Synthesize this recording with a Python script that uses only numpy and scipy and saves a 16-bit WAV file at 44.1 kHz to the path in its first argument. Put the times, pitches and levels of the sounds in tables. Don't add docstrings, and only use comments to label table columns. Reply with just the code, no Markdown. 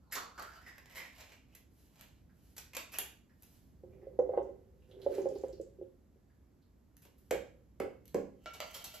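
import sys
import numpy as np
from scipy import signal
from scipy.fft import rfft, irfft, next_fast_len
from scipy.io import wavfile
from scipy.ndimage import map_coordinates

SR = 44100
rng = np.random.default_rng(int(sys.argv[2]) if len(sys.argv) > 2 else 0)


def wav_record(signal):
    frames = np.transpose(np.atleast_2d(signal))
    bounded = np.clip(frames, -1, 1)
    quanta = np.round(bounded * 32767).astype(np.int16)
    wavfile.write(sys.argv[1], SR, quanta)


N = 396900
SIZE = 16384
HZ = np.fft.rfftfreq(SIZE, 1 / SR)
T = np.arange(SIZE) / SR
TOP_HZ = 15800
OVERTONE_ABOVE_HZ = 3280

# start_s, level_db, low_db, slap_db
PLOPS = [(3.835, -42.5, -9.5, -14.5), (4.029, -45, -2.5, -7), (4.068, -37, -17, -36.5),
         (4.189, -16, -19, -15), (4.291, -24.5, -28.5, -18), (4.335, -27.5, -22, -8.5),
         (4.374, -18, -20.5, -9.5), (4.42, -34, -12, -27), (4.491, -36, -4, -33), (4.966, -41.5, 12, -56),
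         (5.062, -20.5, -16.5, -16.5), (5.096, -33.5, -22.5, -34), (5.114, -30, -3, -36),
         (5.156, -32, 2, -30), (5.182, -24, -5, -10.5), (5.191, -26, 7.5, -16),
         (5.256, -22.5, -12.5, -16.5), (5.281, -35, -12.5, -30), (5.302, -35.5, -23, -33),
         (5.32, -34.5, 12, -16), (5.356, -31.5, 6, -0.5), (5.436, -27, -15, -12), (5.489, -43, -18, -27),
         (5.53, -40, 5, -27), (5.597, -31, -8.5, -40), (5.786, -45, 1, -22.5), (5.812, -34.5, -7.5, -23),
         (6.157, -58, 2, -24)]
# start_s, level_db, thump_db, depth_db,
# crack_db, crack_low_db, crack_middle_db, crack_top_db, can_ring_db
KNOCKS = [(7.052, -55, -72, -4, -53.5, -7, -13, -20, -12),
          (7.309, -17, -40, -6, -24.5, -11.5, -9.5, -22, -16), (7.8, -21.5, -29, 0, -31, 3.5, -3.5, -18, 5),
          (8.144, -18, -21.5, 2, -29.5, 0.5, -13, -22, -17)]


def amp(db):
    return 10 ** (np.asarray(db) / 20)


def unit(x):
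    return x / np.sqrt(np.mean(x ** 2) + 1e-30)


def along(points, hz=HZ):
    f, v = np.transpose(points)
    return np.interp(np.log(hz + 1), np.log(f + 1), v)


def peaks(modes):
    return sum(amp(db) / (1 + (2 * (HZ - hz) / width) ** 2) for hz, width, db in modes)


def ring(gain):
    cepstrum = irfft(np.log(np.maximum(gain / gain.max(), 1e-5)))
    cepstrum[1:SIZE // 2] *= 2
    cepstrum[SIZE // 2 + 1:] = 0
    response = irfft(np.exp(rfft(cepstrum)))
    return response / np.linalg.norm(response)


def filtered(x, response):
    n = x.shape[-1]
    padded = next_fast_len(n + SIZE)
    return irfft(rfft(x, padded) * response(np.fft.rfftfreq(padded, 1 / SR)), padded)[..., :n]


def wobble(rate):
    return map_coordinates(rng.standard_normal(int(N * rate / SR) + 4), [np.arange(N) * rate / SR])


def swell(s, rise, fall):
    t = np.arange(N) / SR - s
    return amp(-20 * np.minimum(np.maximum(-t / rise, t / fall), 10))


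def add(track, s, sound):
    part = track[:, max(round(s * SR), 0):][:, :SIZE]
    part += sound[:, :part.shape[1]]


def contact(gain, length, evenness=0.38):
    age = T / max(length, 1e-3)
    spectrum = rfft(rng.standard_normal(SIZE) * np.sqrt(T) * amp(-55 * age))
    force = irfft(spectrum / (np.abs(spectrum) + 1e-12) ** evenness) * amp(-10 * age)
    sound = signal.fftconvolve(force, ring(gain))[:SIZE]
    return sound / np.linalg.norm(sound)


def grains(gain, rate, spread_db):
    chance, size = rng.random(N), rng.standard_normal(N)
    kicks = (chance < rate / SR) * amp(spread_db * np.clip(size, -2, 2)) * rng.choice([-1, 1], N)
    return unit(signal.fftconvolve(kicks, ring(gain))[:N])


def tin(low_db, middle_db, top_db):
    return amp(along([(100, low_db - 9.5), (450, low_db + 6), (1100, low_db + 1.5),
                      (1700, middle_db - 5), (2500, middle_db - 6.5), (3800, -20), (7500, -15.5),
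                      (10000, top_db - 3), (12400, top_db), (14200, top_db - 7), (16000, top_db - 36)]))


def diffuse(n):
    # frequency_hz, correlation
    alike = [(60, 0.94), (150, 0.82), (400, 0.59), (1200, 0.13), (3000, 0.71), (7000, 0.051), (12500, 0.25)]

    def mid_and_side(hz):
        angle = np.arccos(along(alike, hz)) / 2
        return np.array([np.cos(angle), np.sin(angle)])

    mid, side = filtered(rng.standard_normal((2, n)), mid_and_side)
    return np.array([mid + side, mid - side])


def room(x, wet_db, right_db, gap_s=0.0027):
    # frequency_hz, t60_s
    decay = [(150, 0.72), (450, 0.31), (1000, 0.39), (2800, 0.4), (7000, 0.37), (14000, 0.25)]
    hz, t, spectra = signal.stft(diffuse(SIZE), SR, nperseg=256)
    tail = signal.istft(spectra * amp(-60 * t / along(decay, hz)[:, None]), SR, nperseg=256)[1]
    tail = tail[:, :SIZE] * (1 - np.exp(-(T / gap_s) ** 2))
    wet = signal.fftconvolve(x[None], tail, axes=1)[:, :len(x)]
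    direct = x * amp([[-right_db / 2], [right_db / 2]])
    soak = lambda hz: amp(along([(3000, 1.5), (7000, -4), (12500, -2.5)], hz))
    return direct + filtered(amp(wet_db) * np.std(x) * unit(wet), soak)


def appliances(hiss_db=-66, mains_hz=60, hum_db=-72, shake_db=-42):
    # frequency_hz, density_db
    hiss_colour = [(20, -25.5), (60, -1), (130, -12), (250, -8.5), (450, -20.5), (920, -29.5),
                   (1800, -36.5), (3100, -43), (8000, -42.5), (10000, -48.5), (12400, -42.5),
                   (14000, -57.5), (16000, -72.5)]
    # time_s, level_db
    rumble_levels = [(0, -68), (1.85, -70), (2.2, -64.5), (3.4, -69.5), (3.92, -58.5), (4.7, -63.5),
                     (5.6, -61.5), (6.6, -75.5), (7.35, -64), (8.4, -66)]
    rumble_colour = [(25, -28.5), (58, 5), (90, 0.5), (200, -7), (400, -28), (1000, -49.5)]
    t = np.arange(N) / SR
    hiss = amp(hiss_db) * unit(filtered(diffuse(N), lambda hz: amp(along(hiss_colour, hz))))
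    low = unit(filtered(diffuse(N), lambda hz: amp(along(rumble_colour, hz))))
    shake_power = sum((amp(db + shake_db) * swell(s, 0.022, 0.28)) ** 2 for s, db, *_ in PLOPS + KNOCKS)
    drift = amp(np.interp(t, *np.transpose(rumble_levels)))
    rumble = np.sqrt(drift ** 2 + shake_power) * low
    return hiss + rumble + amp(hum_db) * np.sin(2 * np.pi * mains_hz * t)


def empty_can(spot_db=8.5, spot_octaves=0.054, vary_db=2, attack_s=0.00046):
    # pitch_hz, level_db, t60_s
    wall_modes = [(627.7, -1, 0.16), (682, -9, 0.091), (1366, -2, 0.33), (2010, -3.5, 0.14),
                  (2260, -3, 0.23), (2690, -5.5, .23), (2890, -2, 0.27), (3080, -5, 0.19), (3176, 1, 0.18),
                  (3940, -11, .22), (4284, -8, 0.22), (4660, -6, .25), (5490, -2.5, .28), (6170, -9, .22),
                  (6330, -3, .2), (7080, -3, .18), (7900, -6, .22)]
    # start_s, tick_db, body_db, top_db, length_s, ring_db,
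    # brightness_db_per_octave, scrape_db, first_favoured_hz, second_favoured_hz
    touches = [(8.459, -40.5, -6.5, -22, 0.0033, -32.5, -5.5, -73, 1362, 2260),
               (8.534, -41, -13, -14.5, 0.087, -47, 0.5, -79, 1362, 6350),
               (8.603, -30, -10, -20, 0.011, -34.5, -2.5, -72, 630, 4730),
               (8.742, -35, -16, -10, 0.1, -41, 3.5, -54, 3200, 5490),
               (8.841, -34, -19.5, -9.5, 0.049, -40, 7, -61.5, 2700, 4330),
               (8.94, -40.5, -18, -9, 0.087, -43, 0.5, -61.5, 630, 2020)]
    hz, mode_db, t60 = np.transpose(wall_modes)
    partials = np.sin(2 * np.pi * hz[:, None] * T) * amp(-60 * T / t60[:, None])
    radiation = amp(along([(250, -11.5), (600, 0.5), (1000, -0.5), (1800, 1.5), (3000, 4.5), (7000, -2)]))
    sliding = sum(amp(db) * swell(s + 0.012, 0.095, 0.075) for s, *_, db, _, _ in touches)
    wall = amp(-21) + peaks([(f, 35, db) for f, db, _ in wall_modes])
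    scrape = sliding * amp(3.8 * wobble(30)) * grains(wall, rate=460, spread_db=4.5)
    out = room(scrape, wet_db=3, right_db=0)
    for s, tick_db, body_db, top_db, length, ring_db, bright_db, _, *spots in touches:
        tick = amp(tick_db + 15) * contact(tin(body_db - 3, body_db - 3.5, top_db - 5) * radiation, length)
        favour = sum(np.exp(-(np.log2(hz / spot) / spot_octaves) ** 2) for spot in spots)
        levels = mode_db + spot_db * favour + bright_db * np.log2(hz)
        levels += vary_db * rng.standard_normal(len(hz))
        clink = amp(levels) @ partials * (1 - np.exp(-T / attack_s))
        clink *= amp(ring_db + 17.5) / np.linalg.norm(clink)
        add(out, s, room(tick, wet_db=3.5, right_db=1) + room(clink, wet_db=-2, right_db=-0.5))
    return out


def knocks():
    # pitch_hz, width_hz, level_db
    rim_modes = [(396, 110, 1), (486, 63, 3), (547, 62, 0.5), (640, 99, -17), (725, 82, -15),
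                 (797, 42, -9.5), (1090, 60, -31), (1440, 69, -25), (1665, 110, -25)]
    # pitch_hz, width_hz, level_db
    counter_modes = [(191.4, 18, -4), (288, 110, -2)]
    out = np.zeros((2, N))
    for s, db, thump_db, depth_db, crack_db, low_db, middle_db, top_db, can_db in KNOCKS:
        depth = amp(along([(200, 2), (300, -3.5), (390, depth_db), (490, 0)]))
        hollow = amp(db + 13.5) * ring(peaks(rim_modes) * depth)
        thump = amp(thump_db + 10.5) * ring(peaks(counter_modes))
        sheet = tin(low_db - 3, middle_db + 3.5, top_db + 0.5) + peaks([(2200, 70, can_db)])
        crack = amp(crack_db + 13) * contact(sheet, length=0.017)
        body = room(hollow, wet_db=3, right_db=-0.5) + room(thump, wet_db=0.5, right_db=-1)
        add(out, s + 0.0032, body)
        add(out, s, room(crack, wet_db=2, right_db=-1))
    return out


def bubbles(centre_hz, octaves, cycles, spread_db, count):
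    when, pitch, size = rng.random((count, 3)).T
    hz = np.minimum(centre_hz * 2 ** (octaves * (pitch - 0.5)), TOP_HZ)
    turns = hz[:, None] * T[:256]
    strength = amp(spread_db * size ** 2) * np.sqrt(hz)
    pops = strength[:, None] * np.sin(2 * np.pi * turns) * np.exp(-turns / cycles)
    where = (when * N).astype(int)[:, None] + np.arange(256)
    return unit(np.bincount(where.ravel(), pops.ravel())[:N])


def plop(jar_modes, db, low_db, slap_db, detune=0.029, squash_s=0.003, settle_s=0.019, lag_s=0.00913):
    softness = amp(along([(200, low_db + 11), (390, low_db + 15.5), (540, 0),
                          (800, slap_db + 20.5), (1100, slap_db + 15), (2200, slap_db + 11.5)]))
    shift = 1 + detune * rng.uniform(-1, 1)
    jar = peaks([(hz * shift, width, level) for hz, width, level in jar_modes])
    front = ring(jar * softness) * (1 - np.exp(-(T / squash_s) ** 2)) / (1 + (T / settle_s) ** 4)
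    front *= amp(db + 20) / np.linalg.norm(front)
    rest = amp(-6) * np.interp(T - lag_s * rng.uniform(0.726, 1.301), T, front, 0)
    return front + rest


def chickpeas():
    # pitch_hz, width_hz, level_db
    jar_modes = [(385.8, 36, -2), (444, 74, -7), (526.8, 64.5, 4.5), (658.5, 180, -12), (773, 21, -19),
                 (904, 11, -24), (1060, 37, -28), (1254, 70, -36), (1527, 170, -35.5), (2003, 220, -36)]
    # peak_s, rise_s, fall_s, slosh_db, crackle_db
    surges = [(3.919, 0.1, 0.37, -59.5, -83), (4.37, .25, 0.2, -46, -69.5),
              (5.05, 0.11, 0.45, -56.5, -58.5), (5.18, 0.29, 0.13, -49.5, -56.5),
              (5.38, 0.44, .3, -56.5, -65)]
    # frequency_hz, density_db
    brine_colour = [(400, -8.5), (1300, 1.5), (3000, -2.5), (7000, -1.5), (12300, -4), (14000, -6.5),
                    (16000, -25)]
    # start_s, level_db, pitch_hz, length_s
    squelches = [(2.294, -55.5, 1640, 0.056), (3.294, -53.5, 1810, .06), (3.922, -59, 2260, 0.083),
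                 (4.015, -55, 1950, .06), (4.191, -51, 6570, .008), (4.371, -53, 2895, 0.018),
                 (4.429, -54, 6720, 0.028), (4.822, -59.5, 2840, 0.0074), (4.913, -48, 3490, 0.012),
                 (5.016, -42, 4040, 0.024), (5.152, -41, 6650, 0.0073), (5.218, -42, 6570, .012),
                 (5.288, -41.5, 6620, .012), (5.354, -45.5, 4840, .04), (5.384, -45.5, 7070, 0.013),
                 (5.414, -50, 6520, 0.0066), (5.483, -45.5, 7450, 0.0076), (5.527, -45, 5050, 0.031),
                 (5.613, -43.5, 7540, 0.014), (5.825, -68, 3190, 0.0073), (6.298, -59.5, 1700, .04),
                 (6.62, -61, 4260, 0.05)]
    sloshing = sum(amp(db) * swell(s, rise, fall) for s, rise, fall, db, _ in surges)
    crackling = sum(amp(db) * swell(s, rise, fall) for s, rise, fall, _, db in surges)
    jar = peaks(jar_modes) * amp(along([(350, 3.5), (550, -10), (1000, -3)]))
    slosh = amp(-3) * sloshing * grains(jar, rate=170, spread_db=2)
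    pops = amp(-11.5) * bubbles(centre_hz=3904, octaves=3, cycles=3.9, spread_db=8.5, count=14000)
    smear = amp(-12.5) * grains(amp(along(brine_colour)), rate=3000, spread_db=6.5)
    lumps = amp(2.4 * wobble(22) - 5)
    out = room(slosh + crackling * lumps * (pops + smear), wet_db=1, right_db=4)
    for s, db, low_db, slap_db in PLOPS:
        add(out, s, room(plop(jar_modes, db, low_db, slap_db), wet_db=-5.5, right_db=-0.5))
    for s, db, hz, length in squelches:
        colour = peaks([(hz, 0.41 * hz, 0), (2.8 * hz, 0.58 * hz, -16)])
        add(out, s, room(amp(db + 4.5) * contact(colour, length), wet_db=5, right_db=1.5))
    return out


def squeals(jitter=0.055, rough_db=5):
    # start_s, length_s, level_db, start_hz, end_hz
    glides = [(0.38, 0.036, -46.5, 1456, 1210), (0.423, .075, -54.5, 1284, 1389),
              (0.961, 0.047, -45, 1988, 2226), (1.02, 0.067, -53, 2150, 2000),
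              (2.92, 0.03, -51, 2473, 2363), (2.936, .03, -56.5, 1880, 2017)]
    # pitch_ratio, level_db
    partials = [(0.5, -10.5), (1, 0), (1.5, -10), (2, -17)]
    t, out = np.arange(N) / SR, np.zeros(N)
    waver = 1 + jitter * wobble(420)
    for s, length, db, start_hz, end_hz in glides:
        age = (t - s) / length
        on = (age > 0) & (age < 1)
        hz = (start_hz + (end_hz - start_hz) * age[on]) * waver[on]
        phase = 2 * np.pi * np.cumsum(hz) / SR
        tone = sum(amp(level) * np.sin(ratio * phase) for ratio, level in partials)
        out[on] += amp(db) * np.sqrt(np.sin(np.pi * age[on])) * tone
    return room(out * amp(rough_db * (wobble(170) - 1)), wet_db=1, right_db=2)


def lid_hz(s):
    # time_s, pitch_hz
    lid_pitch = [(.16, 1120), (.41, 1270), (.67, 1810), (.97, 2030), (1.1, 2080), (1.35, 2440),
                 (2.95, 2310), (2.98, 2740)]
    return np.interp(s, *np.transpose(lid_pitch))


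def catches(t, per_second=26, scatter=0.16):
    count = int(N / SR * per_second) + 2
    gap, jump = rng.uniform(0, 1, count), rng.uniform(-1, 1, count)
    slip_s = (np.arange(count) + gap) / per_second
    held_hz = lid_hz(slip_s) * (1 + scatter * jump)
    return held_hz[np.minimum(np.searchsorted(slip_s, t), count - 1)]


def lid_rasp(width_hz=340):
    hz, t, spectra = signal.stft(grains(np.ones(len(HZ)), rate=1200, spread_db=6.5), SR, nperseg=256)
    main_hz = catches(t)
    mode = lambda centre, width: 1 / (1 + (2 * (hz[:, None] - centre) / width) ** 2)
    outer = mode(main_hz / 2, width_hz / 2) + mode(main_hz + OVERTONE_ABOVE_HZ, width_hz)
    modes = mode(main_hz, width_hz) + amp(-10) * outer
    return unit(signal.istft(spectra * modes, SR, nperseg=256)[1][:N])


def snap(db, hz, ring_db, top_db, length, low_db):
    modes = [(hz, 0.36 * hz, ring_db - 6), (hz + OVERTONE_ABOVE_HZ, 170, ring_db - 16),
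             (12470, 420, top_db - 8.5)]
    sheet = tin(low_db, -16, top_db - 0.5) + peaks(modes)
    return room(amp(db + 13) * contact(sheet, length), wet_db=2.5, right_db=0)


def lid():
    # peak_s, length_s, bending_db, tearing_db
    pulls = [(0.184, 0.13, -46, -78), (0.379, 0.051, -56, -72.5), (0.52, 0.25, -58.5, -65.5),
             (0.668, 0.25, -57, -69), (0.973, 0.12, -45.5, -51.5), (1.191, 0.16, -59.5, -56.5),
             (1.328, 0.03, -71, -68.5), (1.516, 0.046, -66, -68), (1.995, 0.16, -78, -62),
             (2.376, 0.029, -80, -71), (2.942, 0.027, -44, -50.5)]
    # peak_s, rise_s, fall_s, level_db
    grips = [(1.8, .15, 0.34, -71.5), (2.45, .15, 0.39, -71), (3.47, .14, 0.23, -69), (3.6, .2, 0.12, -74),
             (7.22, .12, 0.31, -76)]
    # frequency_hz, density_db
    tear_colour = [(300, -15), (600, 8), (1300, -1.5), (2500, 2), (3600, -1.5), (5000, -1.5), (7500, 0.5),
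                   (10000, -9), (12300, -4.5), (14000, -7), (16000, -24)]
    # start_s, level_db, ring_db, top_db, length_s
    snaps = [(0.112, -44, -34, -34, 0.054), (0.152, -26.5, -28, -29, 0.051), (0.158, -29, 12.5, -36, 0.071),
             (0.377, -33.5, 10, -30.5, 0.073), (0.394, -34, 8, -19, 0.022), (0.423, -35.5, 2.5, -19, 0.018),
             (0.535, -50, 1, -33, 0.019), (0.662, -40, 17, -17, 0.07), (0.781, -44, 4, -20, 0.012),
             (0.858, -48.5, -8, -24, 0.0069), (0.962, -35.5, -1, -14.5, 0.13),
             (1.206, -46.5, -12, -38, 0.03), (1.319, -46.5, 3, -25, 0.028), (1.55, -43.5, -17, -13, 0.023),
             (2.011, -43, -15, -13.5, 0.004), (2.565, -40, -26, -18, 0.045),
             (2.58, -33.5, -33, -19.5, 0.023), (2.733, -41, 2, -20.5, 0.022),
             (2.749, -32.5, -6.5, -20.5, 0.023), (2.767, -25.5, -8, -20, 0.018),
             (2.918, -36.5, -13.5, -14.5, 0.17), (2.9854, -21, -13, -8, 0.014),
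             (3.423, -50, -24, -7, 0.012), (3.432, -49, -24, -12, 0.0087), (6.968, -51.5, -25, -13, 0.0055),
             (7.018, -50, -13, -12, 0.11), (7.05, -54.5, -9, -15, 0.039), (7.18, -59.5, -27, -8, 0.077),
             (8.055, -51.5, -43, -12, 0.012), (8.079, -49.5, -43, -13, 0.0074)]
    bending = sum(amp(db) * swell(s, 0.72 * length, length) for s, length, db, _ in pulls)
    tearing = sum(amp(db) * swell(s, 0.72 * length, length) for s, length, _, db in pulls)
    rubbing = sum(amp(db) * swell(s, rise, fall) for s, rise, fall, db in grips)
    rasp = amp(-5.5) * bending * lid_rasp()
    jerks = amp(4.5 * wobble(70) - 7.5)
    tear = tearing * grains(amp(along(tear_colour)), rate=650, spread_db=5.5)
    rustle = rubbing * amp(1.5 * wobble(25) - 7) * grains(tin(-23, -15, -14.5), rate=5000, spread_db=3)
    out = room(jerks * (rasp + tear) + rustle, wet_db=6.5, right_db=1)
    add(out, 0.1215, snap(db=-24.5, hz=1835.5, ring_db=-2.5, top_db=-13.5, length=0.09, low_db=-37))
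    for s, db, ring_db, top_db, length in snaps:
        low_db = -18.5 + 0.28 * ring_db
        add(out, s, snap(db, lid_hz(s), ring_db, top_db, length, low_db))
    return out


def scene():
    return lid() + squeals() + chickpeas() + knocks() + empty_can() + appliances()


def record(dry):
    # frequency_hz, gain_db
    ports = [(8000, -0.5), (8600, -12.5), (9150, -29), (9700, -6), (10300, 1.5), (13500, 3), (15500, -7.5)]
    # frequency_hz, gain_db
    lean = [(60, 0.64), (500, 2), (1000, 1.1), (4000, 1.5), (8000, -0.06)]
    # frequency_hz, phase_rad
    lead = [(100, 0.038), (1000, 0.22), (3000, 0.062), (6000, 0.64), (8000, 0.8), (12000, 0.18)]
    side = np.array([[-1], [1]])
    stereo = lambda hz: amp(side * along(lean, hz)) * np.exp(1j * side * along(lead, hz))
    return filtered(dry, lambda hz: amp(along(ports, hz)) * stereo(hz) * (hz < TOP_HZ))


dry = scene()
out = record(dry)
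wav_record(out)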